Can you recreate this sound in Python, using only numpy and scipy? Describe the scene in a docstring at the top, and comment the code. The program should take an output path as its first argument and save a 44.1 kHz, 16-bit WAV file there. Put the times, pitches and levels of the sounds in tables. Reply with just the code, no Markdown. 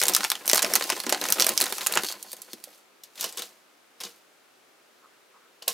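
"""Frozen fries, bag to basket.

A hand digs in a stiff plastic bag on a kitchen counter: creases buckle and snap, fries knock together,
the bag bumps. Fries scrape out along the torn edge, then land on baking paper in a hollow basket.
A small hard room answers. Faint far-off blips near the end; low hiss throughout."""
import sys
import numpy as np
from scipy import signal
from scipy.fft import rfft, irfft, next_fast_len
from scipy.io import wavfile

SR = 44100
rng = np.random.default_rng(int(sys.argv[2]) if len(sys.argv) > 2 else 0)


def output_pcm(signal):
    """Save a mono or channel-first signal as 16-bit PCM at the path in sys.argv[1].

    Samples are clipped to [-1, 1] before scaling.
    """
    pcm = np.clip(np.atleast_2d(signal).T, -1, 1) * 32767
    wavfile.write(sys.argv[1], SR, np.round(pcm).astype(np.int16))


N = 252693

# Hand rummaging in the bag: (time [s], film crackle [dB], tumbling fries [dB])
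RUMMAGE_LEVELS = [(0.0, -27.5, -28.5), (0.05, -46.5, -41.5), (0.14, -38, -37.5), (0.31, -48, -55.5),
                  (0.52, -59, -47), (0.65, -45.5, -41.5), (0.71, -37.5, -38), (0.86, -41, -45),
                  (1.14, -49, -45), (1.28, -40, -40.5), (1.44, -40.5, -42), (1.67, -42.5, -46.5),
                  (1.87, -42.5, -48), (1.99, -45.5, -36.5), (2.12, -57, -57.5), (2.59, -62.5, -65.5),
                  (2.76, -62, -70.5), (2.9, -87, -79)]
# Film crackle spectrum: (frequency [Hz], density [dB])
FILM_SPECTRUM = [(1500, -25), (2700, -5), (4500, 0), (7000, -2), (11000, -3), (15300, -6), (16500, -25)]
# Resonances of the heap of fries: (frequency [Hz], width [Hz], gain [dB])
HEAP_MODES = [(208, 30, -2.5), (299.3, 67, 2.5), (599.5, 300, -9), (1060, 39, 2.5)]
# Hiss spectrum: (frequency [Hz], density [dB])
HISS_SPECTRUM = [(24, -84.5), (40, -39), (228, -9.5), (265, -8), (377, -3), (865, -7.5), (1060, -8.5),
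                 (1260, -6), (1800, -9.5), (2250, -10), (14500, -23), (16500, -29.5)]
# Room decay: (frequency [Hz], T60 [s])
ROOM_DECAY = [(200, 0.16), (1000, 0.13), (4000, 0.1), (14000, 0.053)]
# Loudest creases buckling: (time [s], level [dB], ring [Hz], relative body [dB], relative treble [dB])
FILM_SNAPS = [(0.0153, -4.5, 4500, -13.5, -16.5), (0.027, -3, 4400, -23, -18.5),
              (0.0353, -6.5, 5510, -17, -7.5), (0.0544, -7, 6760, -22, -17),
              (0.067, -15.5, 7100, -17, -6.5), (0.0825, 2, 8240, -27.5, -14.5),
              (0.0877, -12, 8100, -24, -9), (0.0953, -12.5, 3300, -29, -7), (0.1362, -6, 5560, -27, -16),
              (0.1433, -24, 7900, -17, -5), (0.1486, 3, 4900, -28, -13), (0.1642, -1.5, 5880, -15, -11),
              (0.2064, -14.5, 4100, -9, -26), (0.2326, -12.5, 4560, -13, -20), (0.2411, -8, 5550, -17, -18),
              (0.2471, -7, 2800, -9.5, -14.5), (0.3011, -5.5, 5740, -21, -13),
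              (0.3168, -5, 3660, -14.5, -11.5), (0.3531, -16.5, 2940, -16, -23),
              (0.4568, -20, 8350, -23, -13), (0.4648, -27, 5940, -12, -3.5),
              (0.4776, -5.5, 5800, -29, -8.5), (0.4913, -10.5, 8200, -29.5, -10),
              (0.4972, 3.5, 5360, -21, -18), (0.5138, -6.5, 5700, -18.5, -12),
              (0.5321, 5, 7230, -18.5, -15.5), (0.5454, -8.5, 5300, -14.5, -5.5),
              (0.5561, -5.5, 5800, -19.5, -11.5), (0.56, -5.5, 5030, -19, -11),
              (0.5728, -9, 4900, -19, -10), (0.5782, -1.5, 4290, -14, -16.5),
              (0.5922, -5, 3870, -16.5, -14.5), (0.6207, -8, 6940, -19, -19.5),
              (0.624, -5.5, 6200, -18.5, -11.5), (0.6279, -2.5, 6970, -20, -15),
              (0.6461, -7, 5490, -11.5, -20.5), (0.6629, -18, 4310, -18, -15),
              (0.7368, -2, 5450, -19, -12.5), (0.7539, 2, 4280, -16.5, -10.5), (0.76, -3, 6190, -19, -14.5),
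              (0.8097, -14, 3560, -8.5, -23), (0.8232, -9, 4300, -18.5, -21),
              (0.8394, -14, 5070, -25.5, -16), (0.8931, -13, 5460, -12, -24),
              (0.9006, -4, 5300, -11.5, -16), (0.9212, -9, 3110, -16, -30), (0.9284, -20, 3440, -10.5, -21),
              (0.9647, -25, 6140, -15.5, -14), (1.0009, -11, 4440, -21, -17.5),
              (1.036, -22.5, 4600, -21, -14), (1.0656, -13, 6020, -12, -21), (1.0938, -6.5, 5450, -23, -17),
              (1.0984, -17, 4760, -10, -5.5), (1.1243, 1.5, 7060, -16, -20.5),
              (1.1461, -11, 4220, -12.5, -25), (1.2136, -10, 4100, -24, -16.5),
              (1.2394, -9.5, 6400, -16.5, -18), (1.2534, -12.5, 3640, -10.5, -20),
              (1.263, -22, 7070, -17, -10.5), (1.286, -10.5, 6400, -14, -14),
              (1.302, -19.5, 5690, -9, -0.5), (1.3231, 0.5, 5730, -20.5, -9.5), (1.3979, 1, 4410, -29, -15),
              (1.405, -3.5, 6100, -17.5, -12), (1.4124, -3, 4480, -22.5, -19), (1.422, 2, 5700, -20.5, -19),
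              (1.4441, -7, 3300, -18, -12.5), (1.4663, -2, 5800, -16.5, -10),
              (1.4857, -19.5, 4500, -7, -6.5), (1.491, -8.5, 4400, -16.5, -5.5),
              (1.5764, 0.5, 5280, -51.5, -16.5), (1.602, -11.5, 6450, -12, -7.5),
              (1.6114, -1.5, 4620, -27, -13.5), (1.6169, -6.5, 7630, -17.5, -8.5),
              (1.6248, -7.5, 4170, -17, -16), (1.6394, -10.5, 8300, -17.5, -13.5),
              (1.6649, -14.5, 4100, -11, -19), (1.724, -11.5, 4200, -12, -13.5),
              (1.7823, -23.5, 4370, -7, -17), (1.8087, -17.5, 3770, -14, -26),
              (1.8149, -18.5, 4170, -11, -19), (1.8632, -9, 2850, -14.5, -13),
              (1.869, -6.5, 7000, -15.5, -8), (1.923, -14, 3040, -29, -7), (1.9372, -9, 4200, -15, -20),
              (1.9467, -22, 4390, -14, -10), (1.9538, -12, 7360, -27, -11.5),
              (1.9731, -0.5, 2900, -10.5, -24.5), (1.9884, -24, 2790, -9, -22),
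              (2.0346, -14, 4400, -16, -13.5), (2.0458, -15.5, 4370, -14, -16),
              (2.0861, -13.5, 4700, -24, -22), (2.114, -20, 4320, -21, -17),
              (2.123, -19.5, 4520, -16.5, -12), (2.2268, -28, 8450, -48, -4.5),
              (2.3167, -29, 4530, -37, -7), (2.3299, -24.5, 4570, -18, -6.5),
              (2.418, -28.5, 7620, -42, -8.5), (2.5321, -22, 3840, -22, -13),
              (2.6392, -27, 4590, -38, -8.5), (2.7287, -47, 4520, -21, -14)]
# Fries colliding in the bag: (time [s], level [dB], pitch [Hz])
FRY_KNOCKS = [(0.017, -28.5, 497), (0.036, -29, 764), (0.067, -26, 670), (0.087, -33.5, 345),
              (0.205, -32, 748), (0.242, -23, 834), (0.315, -28.5, 876), (0.477, -28.5, 700),
              (0.531, -13.5, 646), (0.556, -22.5, 674), (0.641, -17.5, 580), (0.68, -28, 331),
              (0.714, -23.5, 720), (0.737, -29.5, 336), (0.759, -30.5, 686), (0.809, -25, 630),
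              (0.877, -31, 860), (0.901, -27, 660), (0.924, -25, 460), (1.066, -21.5, 280),
              (1.079, -24.5, 310), (1.123, -13, 673), (1.157, -24, 880), (1.211, -27.5, 463),
              (1.249, -27, 890), (1.286, -30, 516), (1.304, -32, 630), (1.408, -22.5, 580),
              (1.443, -32, 595), (1.465, -20, 627), (1.487, -26, 650), (1.612, -21.5, 624),
              (1.625, -26, 323), (1.721, -28, 373), (1.78, -34, 888), (1.864, -35, 680), (1.924, -38, 620),
              (1.953, -48, 686), (1.971, -17.5, 884), (2.034, -26, 328), (2.333, -38, 503),
              (2.534, -33, 249), (2.673, -39.5, 590)]
# Fries scraping along the torn edge: (peak time [s], level [dB])
EDGE_SCRAPES = [(2.06, -45), (2.088, -44.5), (2.122, -49), (2.225, -60), (2.3, -57), (2.328, -59),
                (2.44, -63), (2.525, -57)]
# Resonances of the taut edge: (frequency [Hz], width [Hz], gain [dB])
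EDGE_MODES = [(4446, 130, 1), (5070, 170, -4), (6400, 200, -9)]
# Paper rustling under the hand: (peak time [s], level [dB])
PAPER_RUSTLES = [(3.05, -68.5), (3.215, -40), (3.39, -47.5), (4.045, -50), (5.7, -48.5)]
# Touches on the paper: (time [s], level [dB], ring [Hz], relative body [dB], relative treble [dB])
PAPER_TOUCHES = [(3.035, -26.5, 5340, -43, -13), (3.1544, -34, 3670, -19, -13.5),
                 (3.1764, -27, 3390, -18, -24), (3.196, -20, 3800, -36, -22),
                 (3.2087, -9.5, 6520, -27, -12), (3.2269, -14, 5350, -17, -18),
                 (3.2407, -7, 5240, -22, -13.5), (3.289, -24, 5130, -27, -15),
                 (3.3237, -25.5, 8000, -27, -17), (3.3722, -11.5, 7860, -25, -16.5),
                 (3.3808, -19, 3620, -21, -19), (3.392, -18, 3510, -16, -13), (3.4196, -14, 3740, -22, -17),
                 (3.4482, -40, 3420, -24, -12), (4.0025, -22.5, 5250, -20, -18),
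                 (4.007, -21, 3750, -23, -15), (4.0121, -23, 3340, -16, -20),
                 (4.0348, -14.5, 4120, -24, -22), (4.0487, -20, 4240, -27, -24),
                 (4.0614, -39, 4445, -4, -21), (5.6223, -24.5, 4670, -23.5, -20),
                 (5.679, -2, 4650, -24.5, -7.5)]
# Fries landing or settling on the basket floor: (time [s], level [dB], pitch [Hz])
FRY_LANDINGS = [(3.176, -54, 735), (3.209, -45, 740), (3.229, -41, 790), (3.241, -31.5, 710),
                (3.264, -40, 416), (3.374, -36.5, 495), (3.392, -37.5, 402), (3.418, -45, 617),
                (4.007, -42.5, 433), (4.034, -49, 770), (4.048, -39, 200), (5.62, -42.5, 732),
                (5.676, -27, 700)]
# Resonances of the hollow basket: (frequency [Hz], width [Hz], gain [dB])
BASKET_MODES = [(189, 47, 1.5), (463, 19, 15), (655, 47, 2.5), (1088, 30, 8.5), (2920, 71, 11)]
# Far-off blips: (time [s], level [dB], pitch [Hz], half-width [s])
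FAR_BLIPS = [(5.048, -56, 1190, 0.024), (5.365, -57.5, 1110, 0.021), (5.44, -63, 1320, 0.039),
             (5.14, -69.5, 1550, 0.07)]


def amp(db):
    """Decibels to gain."""
    return 10 ** (np.asarray(db) / 20)


def unit(x):
    """Scale to rms 1."""
    return x / np.sqrt(np.mean(x ** 2) + 1e-20)


def along(points, hz):
    """Interpolate (Hz, value) points on a log axis."""
    point_hz, values = np.transpose(points)
    return np.interp(np.log(hz + 1), np.log(point_hz + 1), values)


def filtered(x, response):
    """Apply a complex frequency response."""
    size = next_fast_len(N + SR // 2)
    return irfft(rfft(x, size) * response(np.fft.rfftfreq(size, 1 / SR)), size)[..., :N]


def shaped(x, spectrum):
    """Apply a (Hz, dB) curve."""
    return filtered(x, lambda hz: amp(along(spectrum, hz)))


def band(x, lo_hz, hi_hz):
    """Band-pass; white noise keeps its rms."""
    sos = signal.butter(2, [lo_hz, hi_hz], "bandpass", fs=SR, output="sos")
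    return signal.sosfilt(sos, x) * np.sqrt(SR / 2 / (hi_hz - lo_hz))


def resonant(x, modes):
    """Parallel resonances of alternating sign."""
    return filtered(x, lambda hz: sum(
        (-1) ** k * amp(db) * 1j * hz * width_hz / (mode_hz ** 2 - hz ** 2 + 1j * hz * width_hz)
        for k, (mode_hz, width_hz, db) in enumerate(modes)))


def sides(pan_db):
    """Stereo gains, left over right by pan_db."""
    return amp(np.array([[.5], [-.5]]) * pan_db)


def stereo(mid, side):
    """Mid and side to left and right."""
    return np.array([mid + side, mid - side])


def swells(peaks, rise_db_per_s, fall_db_per_s):
    """Gain ramping up to and down from each (s, dB) peak."""
    t = np.arange(N) / SR
    return sum(amp(db - np.where(t < s, rise_db_per_s * (s - t), fall_db_per_s * (t - s)))
               for s, db in peaks)


def ticks(rate_hz, spread_db, t60_s):
    """Random noise bursts of very uneven size, rms 1."""
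    when, size = rng.random((2, int(rate_hz * N / SR)))
    train = np.bincount((when * N).astype(int), amp(-spread_db * np.log(size + 0.0037)), N)
    tail = amp(-60 * np.arange(SR // 20) / SR / t60_s)
    return unit(signal.fftconvolve(train, tail)[:N] * rng.standard_normal(N))


def textures():
    """Crackle of tiny creases and rubbing of fries, each as (mid, side)."""
    creases = np.array([ticks(2000, 2.2, 0.004), 0.4 * ticks(2000, 2.2, 0.004)])
    rubs = np.array([ticks(230, 3.7, 0.033), 0.11 * ticks(250, 3, 0.025)])
    crackle = unit(shaped(creases, FILM_SPECTRUM))
    heap = unit(resonant(rubs, HEAP_MODES))
    return crackle, unit(heap + 1.7 * unit(band(rubs, 170, 2600)))


def rummage_gains():
    """Film and fries envelopes of the moving hand."""
    s, film_db, fries_db = np.transpose(RUMMAGE_LEVELS)
    return [amp(np.interp(np.arange(N) / SR, s, db, right=-120)) for db in (film_db, fries_db)]


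def rummage(crackle, rubbing):
    """Film crackles and fries rub while the hand moves."""
    film_gain, fries_gain = rummage_gains()
    return stereo(*(film_gain * crackle + fries_gain * rubbing))


def bag_bumps():
    """The bag thuds softly on the counter while the fries tumble."""
    _, fries_gain = rummage_gains()
    bumps = np.array([ticks(40, 3, 0.08), 0.45 * ticks(40, 3, 0.0803)])
    thuds = unit(filtered(bumps, lambda hz: 1 / (1 + (hz / 110) ** 4)))
    return stereo(*(amp(-11) * fries_gain * thuds))


def hiss():
    """Room tone and microphone noise, partly shared by both sides."""
    mid, side = shaped(rng.standard_normal((2, N)), HISS_SPECTRUM)
    return amp(-61) * np.array([mid + 0.77 * side, mid - 0.6 * side]) / np.std(mid)


def kitchen(x):
    """Short, mostly centred reverb; treble dies first."""
    hz, t, spectra = signal.stft(rng.standard_normal((2, SR // 2)), SR, nperseg=256)
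    decay = amp(-60 * t / along(ROOM_DECAY, hz)[:, None])
    tail = signal.istft(spectra * decay, SR, nperseg=256)[1]
    tail = np.pad(tail / np.linalg.norm(tail[0]), ((0, 0), (150, 0)))  # 3.4 ms pre-delay
    mid, side = signal.fftconvolve(x[None], tail, axes=1)[:, :N]
    return stereo(mid, shaped(side, [(300, -12), (2000, -10), (10000, -14)]))


def sheet_cracks(events, rise_s, spike_db, ring_db, shiver_db, shiver_t60_s, base_t60_s,
                 pan_db, pan_scatter_db):
    """Each event: a spike, a crack ringing at its own pitch, a weaker shiver of the sheet."""
    spike_t60_s, shorter_octaves_per_db = 0.0015, 0.0535
    layers, t = np.zeros((4, 2, N + SR)), np.arange(SR // 10) / SR
    rise = 1 - np.exp(-(t / rise_s) ** 2)
    spike = amp(np.maximum(-60 * t / spike_t60_s, -200))
    shiver = rise * amp(shiver_db - 60 * t / shiver_t60_s)
    pan_share = np.array([1, 0.67, 1, 0.3])[:, None, None]  # long waves differ less between sides
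    for s, db, ring_hz, body_db, treble_db in events:
        t60_s = base_t60_s / 2 ** (shorter_octaves_per_db * db)  # louder cracks die sooner
        crack = rise * (spike + amp(-spike_db - 60 * t / t60_s))
        sheet = crack + shiver
        noise = rng.standard_normal((4, len(t)))
        energy = np.sum((sheet * noise[:3]) ** 2, 1, keepdims=True)
        noise[:3] /= np.sqrt(energy / np.sum(sheet ** 2))  # the blow sets the energy
        tone = np.sin(2 * np.pi * ring_hz * t + 0.25 * np.cumsum(noise[3]))  # blurred pitch
        parts = np.array([sheet * noise[0],
                          amp(ring_db) * crack * tone,
                          amp(treble_db) * (0.26 * sheet + 0.9 * crack) * noise[1],
                          amp(body_db) * sheet * noise[2]])
        pan = sides(pan_db + pan_scatter_db * rng.standard_normal()) ** pan_share
        start = round(s * SR)
        layers[..., start:start + len(t)] += amp(db) * parts[:, None] * pan
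    snap, ring, treble, body = layers[..., :N] + 1e-12
    return (amp(-6) * band(snap, 2900, 7200) + ring
            + amp(11) * band(treble, 7500, 14000) + amp(7.5) * band(body, 780, 2400))


def lesser_creases(count=90, spread_db=8.5):
    """Random extra snap rows, as strong as the hand is busy."""
    s, film_db, _ = np.transpose(RUMMAGE_LEVELS)
    when, size, pitch, body, treble = rng.random((count, 5)).T
    time_s = s[-1] * when
    level_db = np.interp(time_s, s, film_db) - spread_db * np.log(size + 0.05)
    return list(zip(time_s, level_db, 3200 * 2 ** (1.3 * pitch), -24 + 12 * body, -20 + 11 * treble))


def film_snaps():
    """Creases in the stiff film buckle with sharp cracks."""
    return sheet_cracks(list(FILM_SNAPS) + lesser_creases(), rise_s=0.0005, spike_db=9, ring_db=1,
                        shiver_db=-20.5, shiver_t60_s=0.073, base_t60_s=0.0085,
                        pan_db=-1.85, pan_scatter_db=3)


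def fry_knocks(events, t60_s):
    """Frozen fries strike: dull thuds of blurred pitch."""
    out, t = np.full(N + SR, 1e-12), np.arange(SR // 8) / SR
    rise = 1 - np.exp(-t / 0.00049)
    for s, db, hz in events:
        tone = np.sin(2 * np.pi * hz * t + 0.14 * np.cumsum(rng.standard_normal(len(t))))
        out[round(s * SR):][:len(t)] += rise * amp(db - 60 * t / t60_s) * tone
    return amp(-13.5) * band(out[:N], 170, 870)


def edge_scrape():
    """Rapid slips make the taut bag edge sing and the film hiss."""
    gain = swells(EDGE_SCRAPES, rise_db_per_s=240, fall_db_per_s=480)
    slips = ticks(rate_hz=1500, spread_db=1.8, t60_s=0.005)
    singing = unit(resonant(slips, EDGE_MODES))
    film_hiss = unit(shaped(slips, FILM_SPECTRUM))
    return gain * (singing + amp(3.5) * film_hiss) * sides(-1.5)


def paper_rustle(crackle, rubbing):
    """Paper rustles as the hand works in the basket."""
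    gain = swells(PAPER_RUSTLES, rise_db_per_s=400, fall_db_per_s=132)
    return stereo(*(gain * (crackle + amp(-5) * rubbing)))


def paper_touches():
    """Fries and fingers meet the paper: softer, longer cracks than the film's."""
    return sheet_cracks(PAPER_TOUCHES, rise_s=0.0012, spike_db=4.5, ring_db=1.5,
                        shiver_db=-13, shiver_t60_s=0.17, base_t60_s=0.013,
                        pan_db=1.1, pan_scatter_db=2.5)


def basket_landings(rattle_t60_s=0.1):
    """Each landing knocks and jolts the hollow basket, which booms briefly."""
    jolts, t = np.zeros(N + SR), np.arange(SR // 10) / SR
    for s, db, _ in FRY_LANDINGS:
        rattle = rng.standard_normal(len(t)) * amp(-60 * t / rattle_t60_s)
        jolts[round(s * SR):][:len(t)] += amp(db) * rattle / np.linalg.norm(rattle)
    boom = resonant(jolts[:N], BASKET_MODES)
    return amp(31) * boom + amp(-5) * fry_knocks(FRY_LANDINGS, t60_s=0.082)


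def far_blips():
    """Soft puffs of narrow-band noise."""
    t, out = np.arange(N) / SR, np.zeros(N)
    for s, db, hz, half_width_s in FAR_BLIPS:
        shape = np.exp(-np.minimum(((t - s) / half_width_s) ** 2, 50))
        puff = shape * band(rng.standard_normal(N), 0.85 * hz, 1.15 * hz)
        out += amp(db) * puff * np.sqrt(np.sum(shape ** 2) / np.sum(puff ** 2))
    return out


def scene():
    """Near sources, their reverb, far blips."""
    near = film_snaps() + amp(-7.5) * paper_touches()
    near += fry_knocks(FRY_KNOCKS, t60_s=0.032) + basket_landings()
    crackle, rubbing = textures()
    near += rummage(crackle, rubbing) + paper_rustle(crackle, rubbing) + edge_scrape() + bag_bumps()
    return near + amp(-11.5) * kitchen(near.mean(0)) + far_blips()


def record(dry):
    """Peak clipping, steep bass cut, added hiss, band limit."""
    bass_cut_hz, top_hz = 165, 16000
    clipped = np.clip(dry, -0.97, 0.97)
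    highpass = signal.butter(5, bass_cut_hz, "highpass", fs=SR, output="sos")
    thinned = signal.sosfilt(highpass, clipped) + amp(-25) * clipped
    return filtered(thinned + hiss(), lambda hz: 1 / np.sqrt(1 + (hz / top_hz) ** 120))


dry = scene()
out = record(dry)
output_pcm(out)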